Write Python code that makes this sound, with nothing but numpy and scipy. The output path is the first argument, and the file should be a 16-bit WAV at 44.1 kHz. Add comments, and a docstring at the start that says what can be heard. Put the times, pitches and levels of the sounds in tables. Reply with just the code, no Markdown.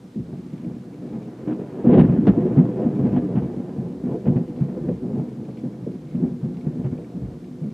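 """Inside a parked car on open farmland, under a thunderstorm.
Shock fronts from the crooked lightning channel arrive as a grumble, two loud claps and a long lumpy roll.
They ring the cabin's air, and reflections off the windows spread them slightly left and right.
A few raindrops tick on the glass over a faint steady hiss. A limiter holds down the loudest peaks."""
import sys
import numpy as np
from scipy import signal
from scipy.fft import rfft, irfft
from scipy.io import wavfile
from scipy.ndimage import uniform_filter1d, minimum_filter1d, map_coordinates

SR = 44100
rng = np.random.default_rng(int(sys.argv[2]) if len(sys.argv) > 2 else 0)


def dump_mix(stems):
    """Bounce the given channels to the path in sys.argv[1] as a 16-bit WAV at rate SR."""
    frames = np.atleast_2d(stems).T  # one column per channel
    limited = np.clip(frames, -1, 1)  # hard clip at full scale
    pcm = np.round(limited * 32767).astype(np.int16)
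    wavfile.write(sys.argv[1], SR, pcm)


N = 340893
TOP_HZ, FFT_SIZE = 15500, 16384
FREQS = np.arange(FFT_SIZE // 2 + 1) * SR / FFT_SIZE
T = np.arange(N) / SR

# claps, where a stretch of the channel arrives all at once:
# t/s, length/s, level/dB, thump centre f/Hz, crack relative to thump/dB
CLAP_CUES = [(0.155, 0.053, -25, 185, -55), (0.327, 0.0091, -26, 277, -26),
             (0.528, 0.0075, -25.5, 185, -33), (0.636, 0.005, -30.5, 216, -24), (1.02, .06, -31, 300, -25),
             (1.125, 0.044, -29.5, 182, -18.5), (1.472, 0.055, -22.5, 288, -19),
             (1.841, 0.025, -16.5, 366, -25), (1.865, 0.024, -9.5, 242, -29),
             (1.888, 0.03, -15, 443, -20.5), (1.923, 0.032, -10, 288, -19.5),
             (1.973, 0.028, -8.5, 350, -18), (1.99, 0.022, -5.5, 212, -22.5),
             (2.036, 0.015, -13.5, 197, -24.5), (2.083, 0.016, -13, 188, -26),
             (2.176, 0.0065, -11.5, 205, -37), (2.269, 0.0054, -12, 394, -12),
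             (2.278, 0.016, -9.5, 215, -26), (2.372, 0.011, -15.5, 260, -35),
             (2.451, .014, -17.5, 370, -33), (2.569, 0.032, -8, 217, -29.5),
             (2.848, 0.033, -15.5, 227, -33), (3.052, 0.029, -21.5, 330, -20),
             (3.123, 0.039, -17, 150, -24), (3.162, 0.015, -15.5, 244, -18.5),
             (3.351, 0.041, -16.5, 165, -24.5), (3.688, .012, -30, 312, -19),
             (3.782, 0.012, -20.5, 176, -28), (4.032, 0.049, -24.5, 228, -26),
             (4.112, 0.053, -26.5, 430, -24), (4.254, 0.032, -25.5, 494, -17.5),
             (4.266, 0.049, -14.5, 137.5, -42), (4.358, 0.015, -13.5, 153, -25),
             (4.405, 0.011, -23, 245, -45), (4.495, 0.016, -27.5, 238, -33),
             (4.606, 0.022, -16.5, 164, -32), (4.684, .01, -26, 181, -19.5),
             (4.883, 0.013, -21, 420, -21.5), (5.023, 0.029, -24, 260, -55), (5.128, 0.029, -23, 235, -36),
             (5.177, 0.033, -21, 171, -31), (5.635, 0.028, -23.5, 300, -32), (5.864, 0.01, -23, 424, -50),
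             (6.146, 0.0035, -18, 190, -28), (6.226, 0.018, -15, 213, -38), (6.428, 0.031, -21.5, 183, -32),
             (6.666, 0.01, -16.5, 145, -30), (6.842, 0.025, -19.5, 132, -24.5),
             (6.924, 0.0066, -21.5, 159, -26), (7.14, 0.044, -27, 170, -38),
             (7.615, 0.072, -26.5, 174, -41)]
# the roll builds to the main claps and dies away: t/s, relative levels of body/dB, rattle/dB, crackle/dB
ROLL_FADERS = [(0.0, -39.5, -47, -73), (0.45, -31.5, -43, -61), (0.88, -33.5, -42.5, -62),
               (1.85, -32.5, -32.5, -53), (2.04, -15.5, -23, -46.5), (2.88, -23.5, -27, -52),
               (3.05, -23.5, -28.5, -51), (3.64, -28.5, -31.5, -56), (3.96, -29.5, -38, -61.5),
               (4.56, -29, -35.5, -60), (4.86, -25.5, -31.5, -58), (5.49, -31.5, -39, -62.5),
               (6.11, -30.5, -40.5, -63.5), (6.29, -27, -40, -62.5), (7.11, -33, -38, -62.5),
               (7.73, -33.5, -44.5, -67)]
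# swells and lulls, where fronts crowd or thin out: middle t/s, length/s, body lift/dB, rattle lift/dB
ROLL_SWELLS = [(0.396, 0.062, 6.5, 6), (0.676, 0.08, 10, 4), (1.163, 0.1, 8, 4), (1.283, 0.027, 3.5, 8),
               (1.599, 0.084, 7, 7), (1.792, 0.075, 7.5, 10.5), (1.958, 0.11, -9, 11),
               (2.212, 0.071, -0.5, -9.5), (2.348, .04, -1.5, 0.5), (2.468, 0.072, 1, 2.5),
               (2.652, 0.038, 8, 6.5), (2.813, 0.091, 1.5, 7), (3.033, 0.14, 10, 3.5),
               (3.239, 0.062, 8.5, 0.5), (3.41, 0.12, 5.5, 4), (3.585, 0.095, 6.5, -1.5),
               (3.89, 0.16, 5.5, 5), (4.115, 0.09, 6, 14), (4.34, 0.11, -2, 10), (4.774, 0.049, 2.5, 5.5),
               (4.905, 0.15, 5, 1.5), (5.194, 0.061, -2, 13), (5.408, 0.086, 5.5, 1.5),
               (5.496, 0.033, 8.5, 8), (5.857, 0.057, 6, 1), (6.237, 0.17, 7.5, 8), (6.805, 0.15, 6.5, 5.5),
               (7.24, 0.12, 8, 3.5), (7.642, 0.086, 4.5, 6.5)]
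# deep booms from far stretches of the channel: peak t/s, level/dB
BOOM_CUES = [(0.21, -39), (1.9, -29.5), (1.998, -19.5), (2.099, -43.5), (2.3, -23), (2.6, -44.5),
             (3.08, -36.5), (3.17, -30.5), (3.38, -30.5), (4.12, -39), (4.32, -42), (4.91, -34),
             (6.68, -51), (6.9, -34.5), (7.25, -29)]
# tone of the shock fronts after their way through air and car body: f/Hz, gain/dB
FRONT_EQ = [(25, -49.5), (50, -9.5), (70, -10.5), (95, -17.5), (125, 1.5), (240, 1.5), (360, -6),
            (500, -14), (700, -25), (1000, -33), (1400, -34.5), (1800, -37.5), (3300, -45.5), (7000, -72)]
# air resonances of the cabin: f/Hz, width/Hz, lift/dB
CABIN_MODES = [(140.1, 42, 9.5), (181, 33, 6.5), (215, 17, 4.5), (243.2, 18.6, 12), (305.5, 21, 6.5),
               (361.7, 34, 8), (428.6, 46, 6), (497, 70, 10), (598.7, 50, 6.5), (701.7, 85, 11),
               (801, 45, 4.5), (848, 68, 6), (1000, 98, 7), (1217, 110, 3.5), (1550, 70, 2.5),
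               (1780, 140, 2.5)]
# stereo width of the thunder: f/Hz, side relative to mid/dB
THUNDER_SIDE_EQ = [(60, -25), (150, -43), (300, -32.5), (600, -23.5), (1200, -22.5), (3000, -15)]
# raindrops on the glass: t/s, relative peak level/dB, top of the tick f/Hz
DROP_CUES = [(0.5057, -44, 3500), (0.5791, -44, 3500), (0.6449, -41.5, 4000), (4.5623, -41, 5000),
             (5.5716, -38, 4300), (6.111, -41, 2600), (6.569, -39, 5200), (6.611, -39, 3700),
             (6.6453, -42, 2900), (6.9142, -45, 2500), (6.977, -40, 3200), (7.0434, -43, 2600),
             (7.248, -44, 2500), (7.442, -41, 4500), (7.638, -45, 2600)]
# ring of the glass under a drop: f/Hz, gain/dB
GLASS_EQ = [(600, -30.5), (2000, -3), (2270, 6.5), (2550, -2), (3100, -4.5), (4500, -8)]
# tone of the steady hiss: f/Hz, gain/dB
HISS_EQ = [(300, -3), (1000, -2), (1500, -5.5), (2500, -11), (4000, -11.5), (8000, -17.5), (11500, -22.5),
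           (15500, -30)]
# stereo width of rain and hiss: f/Hz, side relative to mid/dB
BACKGROUND_SIDE_EQ = [(1000, -2), (4000, -7.5), (8000, -11), (14000, -12.5)]


def claps(focus=6.3, snap_s=0.00037, dull_hz=2300, sharp_hz=30000, nearness=0.4):
    """Tight volleys of fronts: a thump at the pressure wave's own pitch, a crack from its steep edges."""
    out, t = np.zeros(N), T[:FFT_SIZE // 2]
    for start, length, db, hz, crack_db in CLAP_CUES:
        inside = cabin(vary_db=2.16)
        volley = shocks(FFT_SIZE, per_s=3000, scatter_db=3.0)
        thump_eq = 1 / np.sqrt(1 + focus * (FREQS / hz - hz / (FREQS + 1)) ** 2)
        thump = even(colour(volley, inside * thump_eq), 0.014)[-len(t):]
        thump *= volley_envelope(t, length, rise_s=0.0025, ring_s=0.02)
        # the harder and louder the crack, the less air has rounded it and the higher it reaches
        crack_eq = inside * air(dull_hz + sharp_hz * undb(crack_db + nearness * db), steep=10)
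        crack = even(band(colour(volley, crack_eq), 584, TOP_HZ), 0.0067)[-len(t):]
        # weak, distant cracks also have a softer attack
        crack *= volley_envelope(t, length, rise_s=snap_s / np.sqrt(undb(crack_db)), ring_s=0.015)
        add(out, (thump + crack * undb(crack_db)) * undb(db), start)
    return out


def roll(lump_db=1.32, lumps_per_s=15):
    """A dense, lumpy stream of fronts: far ones arrive rounded into booms, nearer ones rattle and tear."""
    tone = cabin() * air(top_hz=3000)
    stream = ground_echo(colour(shocks(N, per_s=1600, scatter_db=2.5), tone))
    times, *faders = np.transpose(ROLL_FADERS)
    body_db, rattle_db, crackle_db = (np.interp(T, times, db) for db in faders)
    body_lift, rattle_lift = swells() + lump_db * wander(lumps_per_s)
    bass_gain = np.hypot(undb(body_db + body_lift - 22.5), booms())
    layers = [(band(stream, 43, 112.6), bass_gain),
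              (band(stream, 112, 335), undb(body_db + body_lift - 4.5)),
              (band(stream, 305, 1080), undb(rattle_db + rattle_lift - 4.45)),
              (band(stream, 934, TOP_HZ), undb(crackle_db + 0.4 * rattle_lift - 3))]
    return sum(even(layer, 0.31) * gain for layer, gain in layers)


def swells():
    """Fronts crowd together or thin out: rounded humps and dips, in dB, for body and rattle."""
    return sum(np.outer(lifts, np.exp(-np.minimum(np.abs(2 * (T - middle) / length), 4) ** 2))
               for middle, length, *lifts in ROLL_SWELLS)


def booms(rise_s=0.032, fall_s=0.04):
    """Bass envelope from far stretches of the channel: each boom builds up and ebbs away."""
    return sum(undb(db) * np.exp(-np.maximum((peak - T) / rise_s, (T - peak) / fall_s))
               for peak, db in BOOM_CUES)


def sizzle(start_s=1.982, length_s=0.032, level_db=-62):
    """A faint high sizzle rides on the peak of the first loud clap."""
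    out, t = np.zeros(N), T[:FFT_SIZE // 4]
    sparks = band(shocks(len(t), per_s=1500, scatter_db=1.0), 5000, 12000, order=2)
    envelope = volley_envelope(t, length_s, rise_s=0.008, ring_s=0.006)
    add(out, sparks / sparks.std() * envelope * undb(level_db), start_s)
    return out


def air(top_hz, steep=7):
    """Low-pass curve of a long path through air, which rounds the fronts."""
    return 1 / np.sqrt(1 + (FREQS / top_hz) ** steep)


def ground_echo(x, gain=0.43, delay_s=0.009, spread_s=0.003086, drifts_per_s=3):
    """Fronts come again off the ground; the delay drifts as the sound travels along the channel."""
    count = int(N / SR * drifts_per_s) + 2
    drift = np.interp(T, np.linspace(0, N / SR, count), rng.random(count))
    lag = (delay_s + spread_s * drift) * SR
    return x + gain * np.interp(np.arange(N) - lag, np.arange(N), x)


def cabin(vary_db=0.0):
    """EQ of a front inside the car; each direction of arrival rings the resonances differently."""
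    offsets_db = vary_db * rng.standard_normal(len(CABIN_MODES))
    lift_db = sum((db + offset) / (1 + (2 * (FREQS - hz) / width) ** 2)
                  for (hz, width, db), offset in zip(CABIN_MODES, offsets_db))
    return eq_curve(FRONT_EQ) * undb(lift_db)


def window_reflections(mid, side_eq, size=2048):
    """Reflections off the windows differ between left and right, opening mono into stereo."""
    scatter = irfft(np.exp(2j * np.pi * rng.random(size // 2 + 1)))
    side = colour(signal.fftconvolve(mid, scatter)[:N], eq_curve(side_eq))
    return np.array([mid + side, mid - side])


def rain(drop_trim_db=-10, patter_db=-72, ring_s=0.0076):
    """Single drops tick on the glass among finer patter."""
    out, t = np.zeros(N), T[:FFT_SIZE // 4]
    pane = eq_curve(GLASS_EQ) / (1 + (FREQS / 6500) ** 3)  # with a muffled top
    for start, db, top_hz in DROP_CUES:
        splash = rng.standard_normal(len(t)) * np.exp(-t / ring_s)
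        tick = colour(splash, pane / np.sqrt(1 + (FREQS / top_hz) ** 8))
        add(out, tick / np.abs(tick).max() * undb(db + drop_trim_db), start)
    impacts = np.abs(shocks(N, per_s=62, scatter_db=2.0))
    decays = signal.lfilter([1], [1, -np.exp(-1 / (ring_s * SR))], impacts)
    patter = colour(decays * rng.standard_normal(N), pane)
    return out + patter / patter.std() * undb(patter_db)


def hiss(treble_db=-68.5):
    """A smooth, faint bed of hiss under everything."""
    bed = colour(rng.standard_normal(N), eq_curve(HISS_EQ))
    treble = band(bed, 4000, 15000, order=8)
    return bed / treble.std() * undb(treble_db)


def shocks(size, per_s, scatter_db):
    """Pressure jumps at random moments: many small, a few large."""
    hits = rng.random(size) < per_s / SR
    strength = np.minimum(rng.exponential(size=size), 4)
    return hits * rng.choice([-1, 1], size) * undb(scatter_db * strength)


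def volley_envelope(t, length, rise_s, ring_s):
    """A volley attacks fast, holds for its length, then rings out."""
    return (1 - np.exp(-t / rise_s)) * np.exp(-np.maximum(t - length, 0) / ring_s)


def wander(per_s):
    """Smooth random modulation with a spread near 1."""
    return map_coordinates(rng.standard_normal(1024), [T * per_s], order=3, mode="mirror")


def undb(db):
    """Decibels to gain."""
    return 10 ** (np.asarray(db) / 20)


def eq_curve(points):
    """Gain per frequency from points of f/Hz, gain/dB."""
    hz, db = np.transpose(points)
    return undb(np.interp(np.log(FREQS + 1), np.log(hz), db))


def colour(x, gain):
    """Minimum-phase EQ: resonances ring after the hit."""
    cepstrum = irfft(np.log(gain + 1e-7))
    cepstrum[1:FFT_SIZE // 2] *= 2
    cepstrum[FFT_SIZE // 2 + 1:] = 0
    impulse = irfft(np.exp(rfft(cepstrum)))[:FFT_SIZE // 2]
    return signal.fftconvolve(x, impulse)[:len(x)]


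def band(x, low_hz, high_hz, order=4):
    """Band-pass without delay."""
    return signal.sosfiltfilt(signal.butter(order, [low_hz, high_hz], "bandpass", fs=SR, output="sos"), x)


def even(x, seconds):
    """Ride the running rms to 1, keeping the finer grain."""
    size = int(seconds * SR)
    power = uniform_filter1d(uniform_filter1d(x * x, size), size)
    return x / np.sqrt(np.abs(power) + 1e-18)


def add(out, x, start_s):
    """Mix x into out at its cue."""
    i = int(start_s * SR)
    out[i:i + len(x)] += x[:N - i]


def scene():
    """Thunder nearly in the middle, its deepest bass rolled off; rain and hiss sit wider."""
    low_cut = signal.butter(4, 38, "highpass", fs=SR, output="sos")
    thunder = signal.sosfilt(low_cut, roll() + claps() + sizzle())
    stereo_thunder = window_reflections(thunder, THUNDER_SIDE_EQ)
    return stereo_thunder + window_reflections(rain() + hiss(), BACKGROUND_SIDE_EQ)


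def record(dry):
    """A limiter holds the loudest peaks; their tips still clip, with a brief sizzle. The top is cut."""
    ceiling, clip_level, window = 0.885, 0.87, 441
    peaks = np.abs(dry).max(axis=0)
    gain = minimum_filter1d(ceiling / np.maximum(peaks, ceiling), window)
    held = np.clip(dry * uniform_filter1d(gain, window), -clip_level, clip_level)
    high_cut = signal.ellip(12, 0.1, 90, TOP_HZ, fs=SR, output="sos")
    return signal.sosfilt(high_cut, held)


dry = scene()
out = record(dry)
dump_mix(out)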